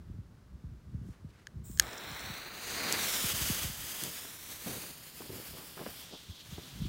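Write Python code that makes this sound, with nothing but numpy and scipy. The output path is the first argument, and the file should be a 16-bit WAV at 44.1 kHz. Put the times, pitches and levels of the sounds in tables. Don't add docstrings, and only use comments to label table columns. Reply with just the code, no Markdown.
import sys
import numpy as np
from scipy import signal
from scipy.fft import rfft, irfft, next_fast_len
from scipy.io import wavfile
from scipy.ndimage import uniform_filter1d, map_coordinates

SR = 44100
rng = np.random.default_rng(int(sys.argv[2]) if len(sys.argv) > 2 else 0)


def put_to_file(sound):
    columns = np.atleast_2d(sound).T
    safe = np.clip(columns, -1, 1)
    whole_steps = np.round(safe * 32767)
    wavfile.write(sys.argv[1], SR, whole_steps.astype(np.int16))


N = 303804
TIME = np.arange(N) / SR


def undb(db):
    return 10 ** (np.asarray(db) / 20)


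def unit(x):
    return x / np.sqrt(np.mean(x ** 2))


def ramp(start_s, rise_s):
    return np.clip((TIME - start_s) / rise_s, 0, 1)


def since(s):
    return np.maximum(TIME - s, 0)


def curves(table):
    s, *columns = np.transpose(table)
    return [np.interp(TIME, s, column) for column in columns]


def shape(x, points):
    hz, db = np.transpose(points)
    size = next_fast_len(len(x))
    f = np.maximum(np.fft.rfftfreq(size, 1 / SR), 1)
    gain = undb(np.interp(np.log(f), np.log(hz), db))
    return irfft(rfft(x, size) * gain, size)[:len(x)]


def colour(x, points):
    return unit(shape(x, points))


def band(x, lo_hz, hi_hz, order=2):
    edges = [lo_hz, min(hi_hz, .45 * SR)]
    sos = signal.butter(order, edges, "bandpass", fs=SR, output="sos")
    return signal.sosfilt(sos, x)


def walk(rate):
    k = max(int(SR / rate), 1)
    steps = np.repeat(rng.standard_normal(N // k + 1), k)
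    return unit(uniform_filter1d(steps, k)[:N])


def grains(size, rate, spread_db):
    hit = rng.random(size) < rate / SR
    sign = rng.choice([-1, 1], size)
    return hit * sign * undb(spread_db * np.minimum(rng.exponential(size=size), 5))


def burning(crackle):
    gas = rng.standard_normal(N)
    return unit(gas + crackle * unit(grains(N, rate=4000, spread_db=2.5)))


def add(out, s, x):
    i = max(int(s * SR), 0)
    out[i:i + len(x)] += x[:max(N - i, 0)]


def fuse():
    # time_s [s], level_db [dB]
    burn_levels = [(2.56, -46), (2.71, -45.5), (2.81, -47.5), (3.04, -36.5), (3.48, -39), (3.75, -46),
                   (4.01, -43.5), (4.38, -51.5), (4.47, -48.5), (4.78, -46), (4.93, -52.5), (5.12, -54),
                   (5.17, -49.5), (5.29, -53.5), (5.47, -48.5), (5.54, -53.5), (6.0, -52.5), (6.2, -58.5),
                   (6.42, -60.5), (6.47, -55), (6.83, -54.5)]
    # pitch_hz [Hz], level_db [dB]
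    roar_colour = [(50, -19), (200, 0), (700, -3.5), (2000, -2.5), (3200, -7), (5000, -6.5), (9000, -45)]
    hiss_colour = [(700, -11.5), (2000, -4.5), (3200, -0.5), (4300, -4), (6600, -1.5), (8500, -5),
                   (12000, -23.5)]
    sizzle_colour = [(4000, -54), (7000, -10.5), (9000, 1.5), (12000, 2), (14000, 4), (15500, 2)]
    tip_lit_s, tip_rise_s, core_lit_s, core_rise_s = 2.51, 0.21, 2.74, 0.26
    in_tube_s, tube_fade_s = 6.0, 0.071
    flare_s, flare_db, flare_rise_db_per_s, flare_fall_db_per_s = 2.939, -34, 48, 56

    burn_db = curves(burn_levels)[0]
    age = since(core_lit_s)
    in_tube = ramp(in_tube_s, tube_fade_s)
    before_flare = flare_rise_db_per_s * (flare_s - TIME)
    after_flare = flare_fall_db_per_s * (TIME - flare_s)
    flare = undb(flare_db - np.maximum(before_flare, after_flare))
    roar_db = burn_db - 8 + 1.02 * age
    hiss_db = burn_db + 2 - 2 * age + 3.5 * in_tube
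    muffle_db = -2.5 * (1 - ramp(core_lit_s, core_rise_s)) - 5 * in_tube
    roar = colour(burning(crackle=0.18), roar_colour) * np.hypot(flare, undb(roar_db))
    hiss = colour(burning(crackle=0.6), hiss_colour) * undb(hiss_db)
    sizzle = colour(burning(crackle=0.47), sizzle_colour) * undb(burn_db + 1.5 + muffle_db)
    sputter = undb(1.0 * walk(70) + 1.02 * walk(16))
    return (roar + hiss + sizzle) * ramp(tip_lit_s, tip_rise_s) * sputter


def vent():
    # pitch_hz [Hz], level_db [dB]
    vent_colour = [(1200, -51), (2300, -12.5), (3350, 3), (3950, 0.5), (4600, -1), (6000, -11), (9000, -24)]
    start_s, rise_s, level_db = 3.9, 2.15, -56.5
    gas = colour(burning(crackle=0.29), vent_colour)
    return gas * ramp(start_s, rise_s) * undb(level_db + 2.3 * walk(40))


def lighter_jet():
    # time_s [s], level_db [dB]
    flame_levels = [(1.86, -49), (2.08, -44.5), (2.3, -42.5), (2.5, -47), (2.9, -46.5)]
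    # pitch_hz [Hz], level_db [dB]
    gas_colour = [(1500, -13), (3000, -14), (5800, -12), (8100, 6.5), (9300, -4), (10500, -14),
                  (12000, -13), (13300, -1), (14300, -7), (15500, 5)]
    flame_colour = [(60, -15), (250, -5.5), (900, -3), (1500, 1), (2500, -1), (3200, -3), (4200, -2),
                    (5100, -10), (6200, -12), (9500, -14), (12000, -19.5), (16000, -6)]
    valve_s, valve_attack_s, lit_s, lit_attack_s = 1.635, .02, 1.803, 0.0098
    off_s, off_release_s, scorch_rise_s = 3, 0.17, .17
    gas_db, gas_fade_db_per_s = -50, 43
    roar_db, roar_fade_db_per_s = -46, 13
    scorch_db, scorch_fade_db_per_s = -55.5, 15

    age = since(lit_s)
    gas = colour(rng.standard_normal(N), gas_colour) * undb(gas_db - gas_fade_db_per_s * age)
    flame = colour(burning(crackle=.3), flame_colour) * undb(curves(flame_levels)[0])
    roar = unit(band(rng.standard_normal(N), 180, 1750))
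    roar = roar * undb(roar_db - roar_fade_db_per_s * age)
    scorch = unit(band(grains(N, rate=1100, spread_db=6.5), 4800, 7700))
    scorch = scorch * undb(scorch_db - scorch_fade_db_per_s * age)
    flutter = undb(0.72 * walk(90))
    fire = (flame + roar) * flutter * ramp(lit_s, lit_attack_s) + scorch * ramp(lit_s, scorch_rise_s)
    return (gas + fire) * ramp(valve_s, valve_attack_s) * (1 - ramp(off_s, off_release_s))


def over_soil(x):
    # time_s [s], lag_s [s], share [0-1]
    ground = [(1.85, .00055, .58), (2.15, .000535, .62), (2.5, .00046, .65), (2.95, .000465, .48),
              (3.35, .00063, .25), (4.0, .00063, .3), (4.3, .00054, .4), (5.05, .00042, .38),
              (5.95, .000378, .33), (6.35, .00032, .1)]
    # pitch_hz [Hz], level_db [dB]
    soil_colour = [(1200, -22), (2300, -11), (3200, -4), (4400, 0), (5600, 0), (7000, -5), (11000, -5.5),
                   (16000, -7)]
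    lag, strength = curves(ground)
    bounce = map_coordinates(shape(x, soil_colour), [(TIME - lag) * SR], order=5)
    return x + strength * bounce


def lighter_clicks(travel_s=0.00053, scatter_db=-36, scatter_t60=0.056):
    # start_s [s], level_db [dB], brightness [dB per octave]
    clicks = [(1.4695, -31, -3), (1.7145, -45, 3.5), (1.774, -34, 2.5), (1.787, -35, 2), (1.797, -2, 3),
              (1.822, -33, 4)]
    # pitch_hz [Hz], level_db [dB], time to full swing [s]
    body_modes = [(1700, 0.5, 0.0011), (1890, -9, 0.00092), (3130, -3, 0.00052), (4360, -5, 0.00086),
                  (5180, 0.5, 0.00034), (6560, 2, 0.00054), (8300, -11.5, 0.00085), (9760, -12.5, 0.00057),
                  (11500, -2.5, 0.00012), (12400, -17, 0.00046), (14800, -13, 0.00034)]
    out, t = np.zeros(N), TIME[:SR // 20]
    for s, db, tilt_db in clicks:
        ring = 0
        for hz, mode_db, swing_s in body_modes:
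            ratio = hz / body_modes[0][0]
            age = np.maximum(t - travel_s / np.sqrt(ratio), 0)
            swell = age / swing_s * np.exp(1 - age / swing_s)
            gain = undb(mode_db + tilt_db * np.log2(ratio))
            ring = ring + gain * swell * np.sin(2 * np.pi * hz * age)
        scatter = unit(band(rng.standard_normal(len(t)), 1200, 10000))
        scatter = scatter * undb(scatter_db - 60 * t / scatter_t60)
        add(out, s, undb(db) * (ring / np.abs(ring).max() + scatter))
    return out


def snaps(t60=0.0079):
    # start_s [s], peak_db [dB], lowest_hz [Hz], highest_hz [Hz]
    cracks = [(2.9252, -11.5, 4200, 10000), (4.012, -32, 1400, 3500), (4.024, -30, 2000, 9000),
              (4.0372, -16, 4000, 15000)]
    out, t = np.zeros(N), TIME[:SR // 40]
    for s, db, lo_hz, hi_hz in cracks:
        burst = rng.standard_normal(len(t)) * undb(-60 * t / t60)
        burst[0] += 4
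        crack = band(burst, lo_hz, hi_hz, order=1)
        add(out, s, undb(db) * crack / np.abs(crack).max())
    return out


def footsteps(lumpy_db=2.1, heel_attack_s=0.0045, heel_s=0.014):
    # start_s [s], heel_db [dB], sole_db [dB],
    # time until full weight [s], crumb pitch_hz [Hz], dry grit_db [dB against the dull grains]
    treads = [(3.545, -40, -69, 0.025, 450, -19), (4.021, -45.5, -48, 0.046, 375, -13),
              (4.244, -46, -76, .03, 790, -5), (4.66, -34.5, -46, 0.07, 442, -23),
              (4.829, -52, -53, 0.048, 500, -8), (5.201, -41.5, -53.5, 0.042, 432, -12),
              (5.292, -41.5, -48.5, 0.064, 410, -15), (5.529, -52, -51.5, 0.053, 460, -4.5),
              (5.769, -46, -44, 0.039, 555, -10), (5.858, -36.5, -52.5, 0.03, 674, -7),
              (6.108, -59, -54, 0.032, 595, -15), (6.577, -34.5, -56.5, 0.055, 333, -29)]
    out, t = np.zeros(N), TIME[:SR // 2]
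    for s, heel_db, sole_db, weight_s, hz, grit_db in treads:
        heel = undb(heel_db) * np.exp(-(t / heel_s) ** 2)
        lumps = undb(sole_db + lumpy_db * walk(71.6)[:len(t)])
        sole = lumps * np.exp(-((t - weight_s) / weight_s) ** 2)
        thud = unit(band(grains(len(t), rate=2000, spread_db=2.5), hz / 4.25, hz * 1.07))
        grit = unit(band(grains(len(t), rate=500, spread_db=6), hz * 1.72, hz * 3.0))
        attack = 1 - np.exp(-t / heel_attack_s)
        add(out, s, attack * (heel + sole) * (thud + undb(grit_db) * grit))
    return out


def rustles():
    # middle_s [s], level_db [dB], half length_s [s], pitch_hz [Hz]
    brushes = [(1.095, -72, .05, 9000), (1.14, -70, .05, 1700), (1.305, -68, .014, 4500),
               (1.37, -68, .08, 2200)]
    out = np.zeros(N)
    for s, db, length, hz in brushes:
        brush = unit(band(burning(crackle=0.91), hz / 2.0, hz * 1.07, order=1))
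        out += undb(db) * np.exp(-((TIME - s) / length) ** 2) * brush
    return out * undb(2 * walk(79))


def wind(rest_hz=50, fall_s=0.0096, swell_s=0.0087, eddy_db=-3.0, rumble_db=-2, steep=0.037):
    # middle_s [s], level_db [dB], half length_s [s]
    gust_table = [(0.0, -44, 0.02), (0.13, -42, 0.085), (0.372, -53, .15), (0.557, -47, 0.04),
                  (0.716, -44.5, 0.072), (0.954, -43, 0.084), (1.07, -39.5, 0.04), (1.266, -48, 0.049),
                  (1.61, -43, 0.091), (1.812, -42, 0.085), (2.116, -47.5, 0.047), (2.26, -48.5, .05),
                  (2.953, -55, 0.46), (3.454, -47.5, 0.14), (3.67, -46, .06), (3.823, -46.5, 0.043),
                  (4.723, -54, 0.09), (5.328, -53, 0.035), (5.524, -49, .04), (5.88, -48, .035),
                  (6.304, -46, 0.022), (6.546, -46, 0.056), (6.828, -38, 0.076)]
    # start_s [s], level_db [dB], starting pitch_hz [Hz]
    eddies = [(0.099, -35, 297), (0.185, -33.5, 250), (0.639, -33.5, 258), (0.715, -37, 220),
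              (0.943, -29.5, 255), (1.012, -36, 266), (1.051, -35.5, 167), (1.087, -33.5, 335),
              (1.244, -36.5, 300), (1.557, -34, 212), (1.697, -35, 370), (2.297, -35.5, 354),
              (3.239, -30.5, 363), (3.334, -34, 240), (3.411, -32.5, 242), (3.497, -25.5, 403),
              (3.643, -31, 282), (3.695, -36.5, 322), (6.293, -40, 231), (6.525, -34.5, 266),
              (6.817, -28.5, 293), (6.852, -31, 396)]
    # pitch_hz [Hz], level_db [dB]
    wind_colour = [(20, -36), (35, -11), (55, 2), (110, -2), (170, -5.5), (260, -18), (400, -27.5),
                   (800, -85), (3000, -64)]
    breeze = undb(-62.5)
    gusts = sum(undb(db) * np.exp(-((TIME - s) / length) ** 2) for s, db, length in gust_table)
    rumble = colour(rng.standard_normal(N), wind_colour)
    out = rumble * np.hypot(gusts, breeze) * undb(rumble_db + 0.5 * walk(27))
    t = TIME[:SR // 8]
    for s, db, start_hz in eddies:
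        hz = rest_hz + (start_hz - rest_hz) * np.exp(-t / fall_s)
        phase = 2 * np.pi * (np.cumsum(hz) / SR + rng.random())
        swell = t / swell_s * np.exp(1 - t / swell_s)
        front = steep * np.exp(-t / 0.016) * np.sin(2 * phase)
        add(out, s, undb(db + eddy_db) * swell * (np.sin(phase) + front))
    return out


def field():
    # pitch_hz [Hz], level_db [dB]
    field_colour = [(25, -7), (60, 0), (150, 5.5), (350, -3.5), (550, -7.5), (750, -13), (1150, -11),
                    (1550, -13.5), (2500, -21), (5000, -22.5), (10000, -30), (16000, -33)]
    level_db = -62
    return colour(rng.standard_normal(N), field_colour) * undb(level_db + .5 * walk(7.1))


def scene():
    hissing = over_soil(fuse() + vent() + lighter_jet())
    handling = lighter_clicks() + rustles()
    mono = hissing + handling + snaps() + footsteps() + wind() + field()
    return np.array([mono, mono])


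def record(dry):
    top_hz = 15780
    sos = signal.ellip(12, .1, 80, top_hz, fs=SR, output="sos")
    return signal.sosfilt(sos, dry)


dry = scene()
out = record(dry)
put_to_file(out)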